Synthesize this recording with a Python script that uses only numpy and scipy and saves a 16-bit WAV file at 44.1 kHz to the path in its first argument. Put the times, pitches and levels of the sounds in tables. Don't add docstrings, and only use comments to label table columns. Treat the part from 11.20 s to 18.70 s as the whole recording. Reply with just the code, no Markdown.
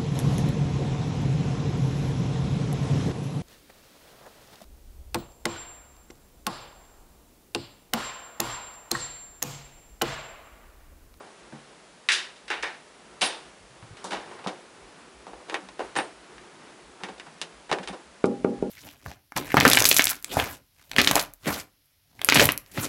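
import sys
import numpy as np
from scipy import signal
from scipy.fft import rfft, irfft, next_fast_len
from scipy.io import wavfile
from scipy.ndimage import map_coordinates

SR = 44100
rng = np.random.default_rng(int(sys.argv[2]) if len(sys.argv) > 2 else 0)


def put_to_file(sound):
    columns = np.atleast_2d(sound).T
    safe = np.clip(columns, -1, 1)
    whole_steps = np.round(safe * 32767)
    wavfile.write(sys.argv[1], SR, whole_steps.astype(np.int16))


def attenuation_scalar(level_db):
    decades = np.asarray(level_db, float) / 20
    return 10 ** decades


N = 330750

# band_hz, t60_s
HALL_DECAY = [(200, 0.4), (600, 0.33), (1500, 0.12), (4000, 0.05), (10000, 0.055)]


def along(points, hz):
    f, v = np.transpose(points)
    return np.interp(np.log(hz + 1), np.log(f + 1), v)


def unit(x):
    return x / np.sqrt(np.mean(x ** 2) + 1e-20)


def filtered(x, response):
    m = next_fast_len(len(x) + SR // 4)
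    hz = np.fft.rfftfreq(m, 1 / SR)
    return irfft(rfft(x, m) * response(hz), m)[:len(x)]


def resonant(peaks):
    def response(f):
        total = 0
        for k, (centre, width, db) in enumerate(peaks):
            damping = 1j * f * width
            total = total + (-1) ** k * attenuation_scalar(db) * damping / (centre * centre - f * f + damping)
        return total
    return response


def add(track, s, sound):
    part = track[round(s * SR):][:len(sound)]
    part += sound[:len(part)]


def wobble(rate, size=N):
    knots = rng.standard_normal(int(size * rate / SR) + 4)
    return map_coordinates(knots, [np.arange(size) * rate / SR])


def tail(walls, build_s):
    hz, t, z = signal.stft(rng.standard_normal(SR // 2), SR, nperseg=256)
    t60 = np.maximum(along(walls, hz), .03)[:, None]
    answer = signal.istft(z * attenuation_scalar(-60 * t / t60), SR, nperseg=256)[1]
    answer = answer * (1 - np.exp(-np.arange(len(answer)) / SR / build_s))
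    return answer / np.linalg.norm(answer)


def contacts(rows, walls, rise_s, t60, blow, room_db, low_hz):
    # centre_hz, width_hz, level_db
    plate = [(1930, 1470, 0)]
    leaf = [(322, 125, -1), (522, 150, 0), (780, 200, 2.5), (1054, 524, -4.5)]
    bolt_spring = [(3500, 3400, 0)]
    edge_crack = [(6330, 17000, 0)]
    # centre_hz, width_hz, level_db
    latch_modes = [(1520, 130, -3), (2050, 140, 0), (2800, 150, -3), (3300, 180, -2), (3640, 120, -2),
                   (4250, 300, 0)]
    modes_db, bolt_most_db = -5, 9.5
    crack_db, crack_room_db = -7, -3

    out, t = np.zeros(N), np.arange(SR // 8) / SR
    m = next_fast_len(SR // 2 + SR // 8)
    hz = np.fft.rfftfreq(m, 1 / SR)
    parts = np.array([resonant(plate)(hz) ** 3, resonant(leaf)(hz),
                      -resonant(bolt_spring)(hz) ** 3, resonant(edge_crack)(hz) ** 3])
    parts *= (1j * hz / (low_hz + 1j * hz)) ** 2
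    parts[::2] *= 1 + attenuation_scalar(modes_db) * resonant(latch_modes)(hz)
    parts[1] /= 1 + 1j * hz / 1800
    room_gain = attenuation_scalar(room_db + crack_room_db * np.array([0, 0, 0, 1]))

    for s, db, wood_db, bright_db in rows:
        spikes, unevenness = rng.standard_normal((2, len(t)))
        force = spikes * attenuation_scalar(3.5 * unevenness - 60 * t / t60)
        force *= 1 - np.exp(-(t + 1 / SR) / rise_s)
        force[0] += blow
        direct = irfft(rfft(force, m) * parts, m)
        echo = irfft(rfft(tail(walls, .003 + rise_s), m) * parts, m)
        part_db = np.array([0, wood_db, min(bright_db, bolt_most_db), bright_db + crack_db])
        gain = attenuation_scalar(db + part_db) / np.abs(direct).max(axis=1)
        share = room_gain * np.linalg.norm(direct, axis=1) / np.linalg.norm(echo, axis=1)
        add(out, s, gain @ direct + (gain * share) @ echo)
    return out


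def rattles(snaps):
    delay_s, dull_db = 0.006, -7
    blows, after = [], []
    for s, db, wood_db, bright_db, after_db in snaps:
        blows.append((s, db, wood_db, bright_db))
        after.append((s + delay_s, db + after_db, wood_db, bright_db + dull_db))
    return blows, after


def motion(latch):
    # time_s, level_db
    rustle_course = [(0.0, -41.5), (0.44, -47.5), (0.81, -53), (1.2, -61), (1.84, -46), (2.17, -43.5),
                     (2.5, -51.5), (2.8, -39.5), (3.15, -36.5), (3.53, -46), (4.0, -45), (4.16, -44),
                     (4.51, -45.5), (5.08, -43), (5.54, -42.5), (6.0, -46.5), (6.9, -49), (7.5, -44.5)]
    # freq_hz, density_db
    rustle_colour = [(59, -28), (100, -16.5), (290, -9.5), (368, -4), (536, -14), (927, -12.5), (1420, -14),
                     (7000, -33.5)]
    # centre_s, peak_db
    jolts = [(0.25, -60), (0.94, -66.5), (1.27, -65), (1.43, -58), (1.93, -66), (2.29, -62), (2.45, -58),
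             (2.6, -62), (2.71, -59), (2.98, -59), (3.65, -57), (3.85, -66), (3.99, -54), (4.16, -56),
             (4.51, -61), (4.66, -59), (4.99, -64), (5.17, -59), (5.68, -58), (5.95, -64), (6.37, -59),
             (6.52, -60), (6.7, -53), (6.89, -60), (7.06, -62), (7.23, -53), (7.42, -45)]
    jolt_s, jolt_hz, tremor_db = 0.038, 56, -76.5
    shiver_db, shiver_t60, shiver_low_hz = -13.5, 0.6, 400

    t = np.arange(N) / SR
    s, rustle_db = np.transpose(rustle_course)
    cloth = unit(filtered(rng.standard_normal(N), lambda hz: attenuation_scalar(along(rustle_colour, hz))))
    fade = attenuation_scalar(-120 * t[:SR // 2] / shiver_t60)
    power = signal.fftconvolve(latch ** 2, fade / fade.sum())[:N]
    shiver = attenuation_scalar(shiver_db) * np.sqrt(np.abs(power))
    loose = filtered(cloth, lambda hz: (hz / (hz + shiver_low_hz)) ** 2)
    rustle = attenuation_scalar(np.interp(t, s, rustle_db) - 10.0) * cloth + shiver * loose
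    rustle = rustle * attenuation_scalar(1.85 * wobble(9.9))

    sway = 1.2 * wobble(25)
    grip = np.zeros(N)
    for centre_s, db in jolts:
        since = t - centre_s
        grip += attenuation_scalar(db + 1.5) * np.exp(-(since / jolt_s) ** 2) * np.sin(2 * np.pi * jolt_hz * since + sway)
    shake = unit(filtered(rng.standard_normal(N), lambda hz: resonant([(52, 40, 0)])(hz) ** 2))
    return rustle + grip + attenuation_scalar(tremor_db + 2.6 * wobble(12)) * shake


def bathroom_contacts():
    hard_contacts = [
        (0.3922, -58, -10, 7, -22),
        (0.8877, -10.5, -24, -3.5, -23),
        (0.9198, -23, -23.5, 14, -7),
        (1.1604, -56, -8, 13, -20),
        (1.28, -34.5, -13, -2.5, -23),
        (1.3023, -19.5, -6, -7.5, -3.5),
        (1.4331, -19, -8.5, -38, -12),
        (2.0165, -22.5, 0, 9, 1),
        (2.2532, -57, 7, 7, -10),
        (2.8423, -46.5, 17, 24.5, -8),
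    ]
    # wood_db, brightness_db
    sliding = [(0.0024, -52.5, 16, -19), (0.3225, -46, 9, -8), (0.9405, -43, -29, -6),
               (1.4246, -28, -21, 0.5), (2.01, -28, -2, 5), (2.7678, -46, -21, 3.5), (2.9057, -32.5, 2, -1),
               (2.9169, -28.5, 2, -2.5), (2.9286, -30, 6, -1), (3.059, -48, 2, -5), (3.11, -45.5, 9.5, -6),
               (3.1882, -43, 5.5, -8), (3.24, -43, 5, 2)]
    # band_hz, t60_s
    tiles = [(200, 0.35), (600, 0.42), (1500, 0.34), (4000, 0.36), (10000, 0.28)]
    blows, after = rattles(hard_contacts)
    snaps = contacts(blows, tiles, 0.000067, 0.028, blow=4, room_db=4, low_hz=350)
    rubs = contacts(after + sliding, tiles, 0.0035, 0.048, blow=0, room_db=1.4, low_hz=248)
    return snaps + rubs


def thuds():
    # start_s, peak_db, pitch_hz
    floor_pushes = [(0.325, -39.5, 144), (0.325, -36, 224), (2.389, -55, 89), (2.497, -49.5, 130),
                    (2.626, -32, 116), (2.708, -31, 110), (4.763, -35.5, 150), (6.07, -46.5, 158),
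                    (6.213, -47.5, 166.6), (6.513, -26, 159), (7.045, -38, 91), (7.247, -42, 91.5)]
    # start_s, peak_db
    door_pushes = [(2.021, -28), (2.402, -58), (2.844, -42), (2.92, -37), (3.262, -21), (4.066, -48),
                   (4.427, -44), (5.832, -30.5), (5.898, -35), (6.598, -28), (6.7, -26.5)]
    door_hz = 191.2
    out, t = np.zeros(N), np.arange(SR // 3) / SR
    pushes = [(s, db, door_hz) for s, db in door_pushes] + list(floor_pushes)
    for s, db, hz in pushes:
        t60 = np.interp(db, [-36.5, -35], [0.28, 0.093])
        body = np.sin(2 * np.pi * hz * t) + .5 * np.sin(2 * np.pi * 1.37 * hz * t)
        add(out, s, attenuation_scalar(db - 60 * t / t60) * body * (1 - np.exp(-t / 0.0071)))
    return out


def knob():
    # start_s, peak_db, upper_modes_db re lower, hand_damping (about 1 free - 4 held)
    strikes = [
        (2.0173, -34, -2, 0.9),
        (4.77, -37, -4.5, 1.74),
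        (6.68, -45, -6, 4),
    ]
    # mode_hz, level_db, t60_s
    shell_modes = [(8720, 7, 0.28), (8640, 1, 0.33), (8900, 1, .15), (9950, 7, 0.25), (9820, 2, 0.26),
                   (10080, -2, 0.18)]
    out, t = np.zeros(N), np.arange(SR // 2) / SR
    for s, db, upper_db, damping in strikes:
        for hz, level_db, t60 in shell_modes:
            waver, drift = wobble(54, size=len(t)), wobble(71, size=len(t))
            mode_db = db - 8.5 + level_db + upper_db * (hz > 9400)
            size = attenuation_scalar(mode_db + 4 * waver - 60 * t * damping / t60)
            onset = 1 - np.exp(-t / 0.00051)
            add(out, s, size * np.sin(2 * np.pi * hz * t + 3.7 * drift) * onset)
    return out + attenuation_scalar(5) * signal.fftconvolve(out, tail(HALL_DECAY, 0.0047))[:N]


def hall_contacts():
    hard_contacts = [(2.6266, -39.5, -1, -20, -29), (3.2625, -36, 16, -12, -5.5),
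                     (3.2724, -30, 8.5, 6.5, -3), (4.0677, -43.5, 12, 1, -6), (4.133, -40, 8.5, -9, -30),
                     (4.2977, -26, -3, -0.5, -15), (4.343, -18, -3.5, -3, -11), (4.4879, -40, 2, 5.5, -20),
                     (4.5935, -32, 12, -2, -2), (4.7547, -29, -1.5, 0.5, 11),
                     (4.7874, -18.5, 0.5, -3, -7.5), (5.1815, -39, -21, -2.5, -14),
                     (5.8354, -25, -2.5, -0.5, -8), (5.9813, -48.5, 7, 7, -20),
                     (5.9983, -32.5, -6, 1.5, -16), (6.2153, -27.5, -2, 16, -15.5), (6.5148, -20, 7, 0, -6),
                     (6.5274, -17, -0.5, -0.5, -28), (6.5859, -27.5, -3, -7, -23),
                     (6.6749, -31, 1, 6.5, -4)]
    bolt_ticks = [
        (7.0414, -38, -28, 5.5, -35),
        (7.0575, -47.5, -20, 30, -30),
        (7.2447, -35, -36, -19, -30),
    ]
    # wood_db, brightness_db
    sliding = [(4.1994, -58, 17, -11), (4.281, -47, 10, 1), (4.3183, -52, 26, 9), (4.4494, -58, 1, -5),
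               (5.8, -49.5, 11, -6), (5.882, -39, 7, -2), (6.0608, -43.5, 5.5, -7), (6.491, -33, 2, -7),
               (6.6284, -39, 3, 0), (6.7266, -44, 14, 0)]
    blows, after = rattles(list(hard_contacts) + list(bolt_ticks))
    snaps = contacts(blows, HALL_DECAY, .0003, .032, blow=16, room_db=-2.5, low_hz=180)
    rubs = contacts(sliding, HALL_DECAY, .006, .09, blow=0, room_db=-6, low_hz=160)
    loose = contacts(after, HALL_DECAY, 0.0013, 0.13, blow=0, room_db=-6.5, low_hz=171)
    return snaps + rubs + loose


def knocks():
    # start_s, peak_db, hardness_db
    knuckle = [
        (7.041, -16, 4.5),
        (7.246, -18, 1),
        (7.425, -22, -30),
    ]
    # mode_hz, level_db, t60_s
    panel_modes = [(148.6, -15.5, 0.98), (196, 6, 0.37), (240, 1, 0.59), (278, 0.5, 0.53),
                   (321.3, -1, 0.23), (348, -7, 0.57), (388, 2, 0.39), (410, 5.5, 0.16), (479, 0, 0.39),
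                   (616, -33, .25), (807, -5.5, 0.42), (835, -8, 0.25), (915, -5.5, 0.13), (1400, -15, 0.2)]
    t = np.arange(SR // 2) / SR
    late = t - .002

    def uneven():
        return wobble(30, size=len(t)) * np.minimum(t / .02, 1)

    ring = np.zeros(len(t))
    for hz, level_db, t60 in panel_modes:
        size = attenuation_scalar(level_db + 2.9 * uneven() - 60 * t / t60)
        ring -= size * np.cos(2 * np.pi * hz * late + 0.86 * uneven())
    ring = attenuation_scalar(-11) * ring * (1 - np.exp(-(t / 0.0022) ** 2))

    push = -np.exp(-(late / .0016) ** 2) * np.cos(2 * np.pi * 450 * late)
    bone = np.cos(2 * np.pi * 1300 * late) + .4 * np.cos(2 * np.pi * 2250 * late)
    hard = -np.exp(-(late / .0011) ** 2) * bone
    echo = tail([(200, 0.43), (800, 0.35), (1500, 0.086), (3000, 0.06)], 0.0023)
    out = np.zeros(N)
    for s, db, hard_db in knuckle:
        blow = attenuation_scalar(7.0) * push + attenuation_scalar(hard_db - 6.0) * hard
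        reflected = attenuation_scalar(-10.5) * signal.fftconvolve(blow, echo)[:len(t)]
        add(out, s, attenuation_scalar(db) * (blow + ring + reflected))
    return out


def scene():
    latch = bathroom_contacts() + hall_contacts()
    return (motion(latch) + latch + thuds() + knob() + knocks())[None]


def low_pass(x):
    return signal.sosfilt(signal.butter(12, 10950, fs=SR, output="sos"), x)


def record(dry):
    # freq_hz, density_db
    hiss_colour = [(35, -38), (60, -28.5), (170, 0.5), (313, -4.5), (500, 0.5), (1000, -4), (2690, -8.5),
                   (10800, -17)]
    hiss_db, top_hz = -53, 10960
    hiss = unit(filtered(rng.standard_normal(N), lambda hz: attenuation_scalar(along(hiss_colour, hz))))
    x = dry[0] + attenuation_scalar(hiss_db) * hiss
    x = filtered(x, lambda hz: 1 / (1 + (hz / top_hz) ** 150))
    return low_pass(x[None])


dry = scene()
out = record(dry)
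put_to_file(out)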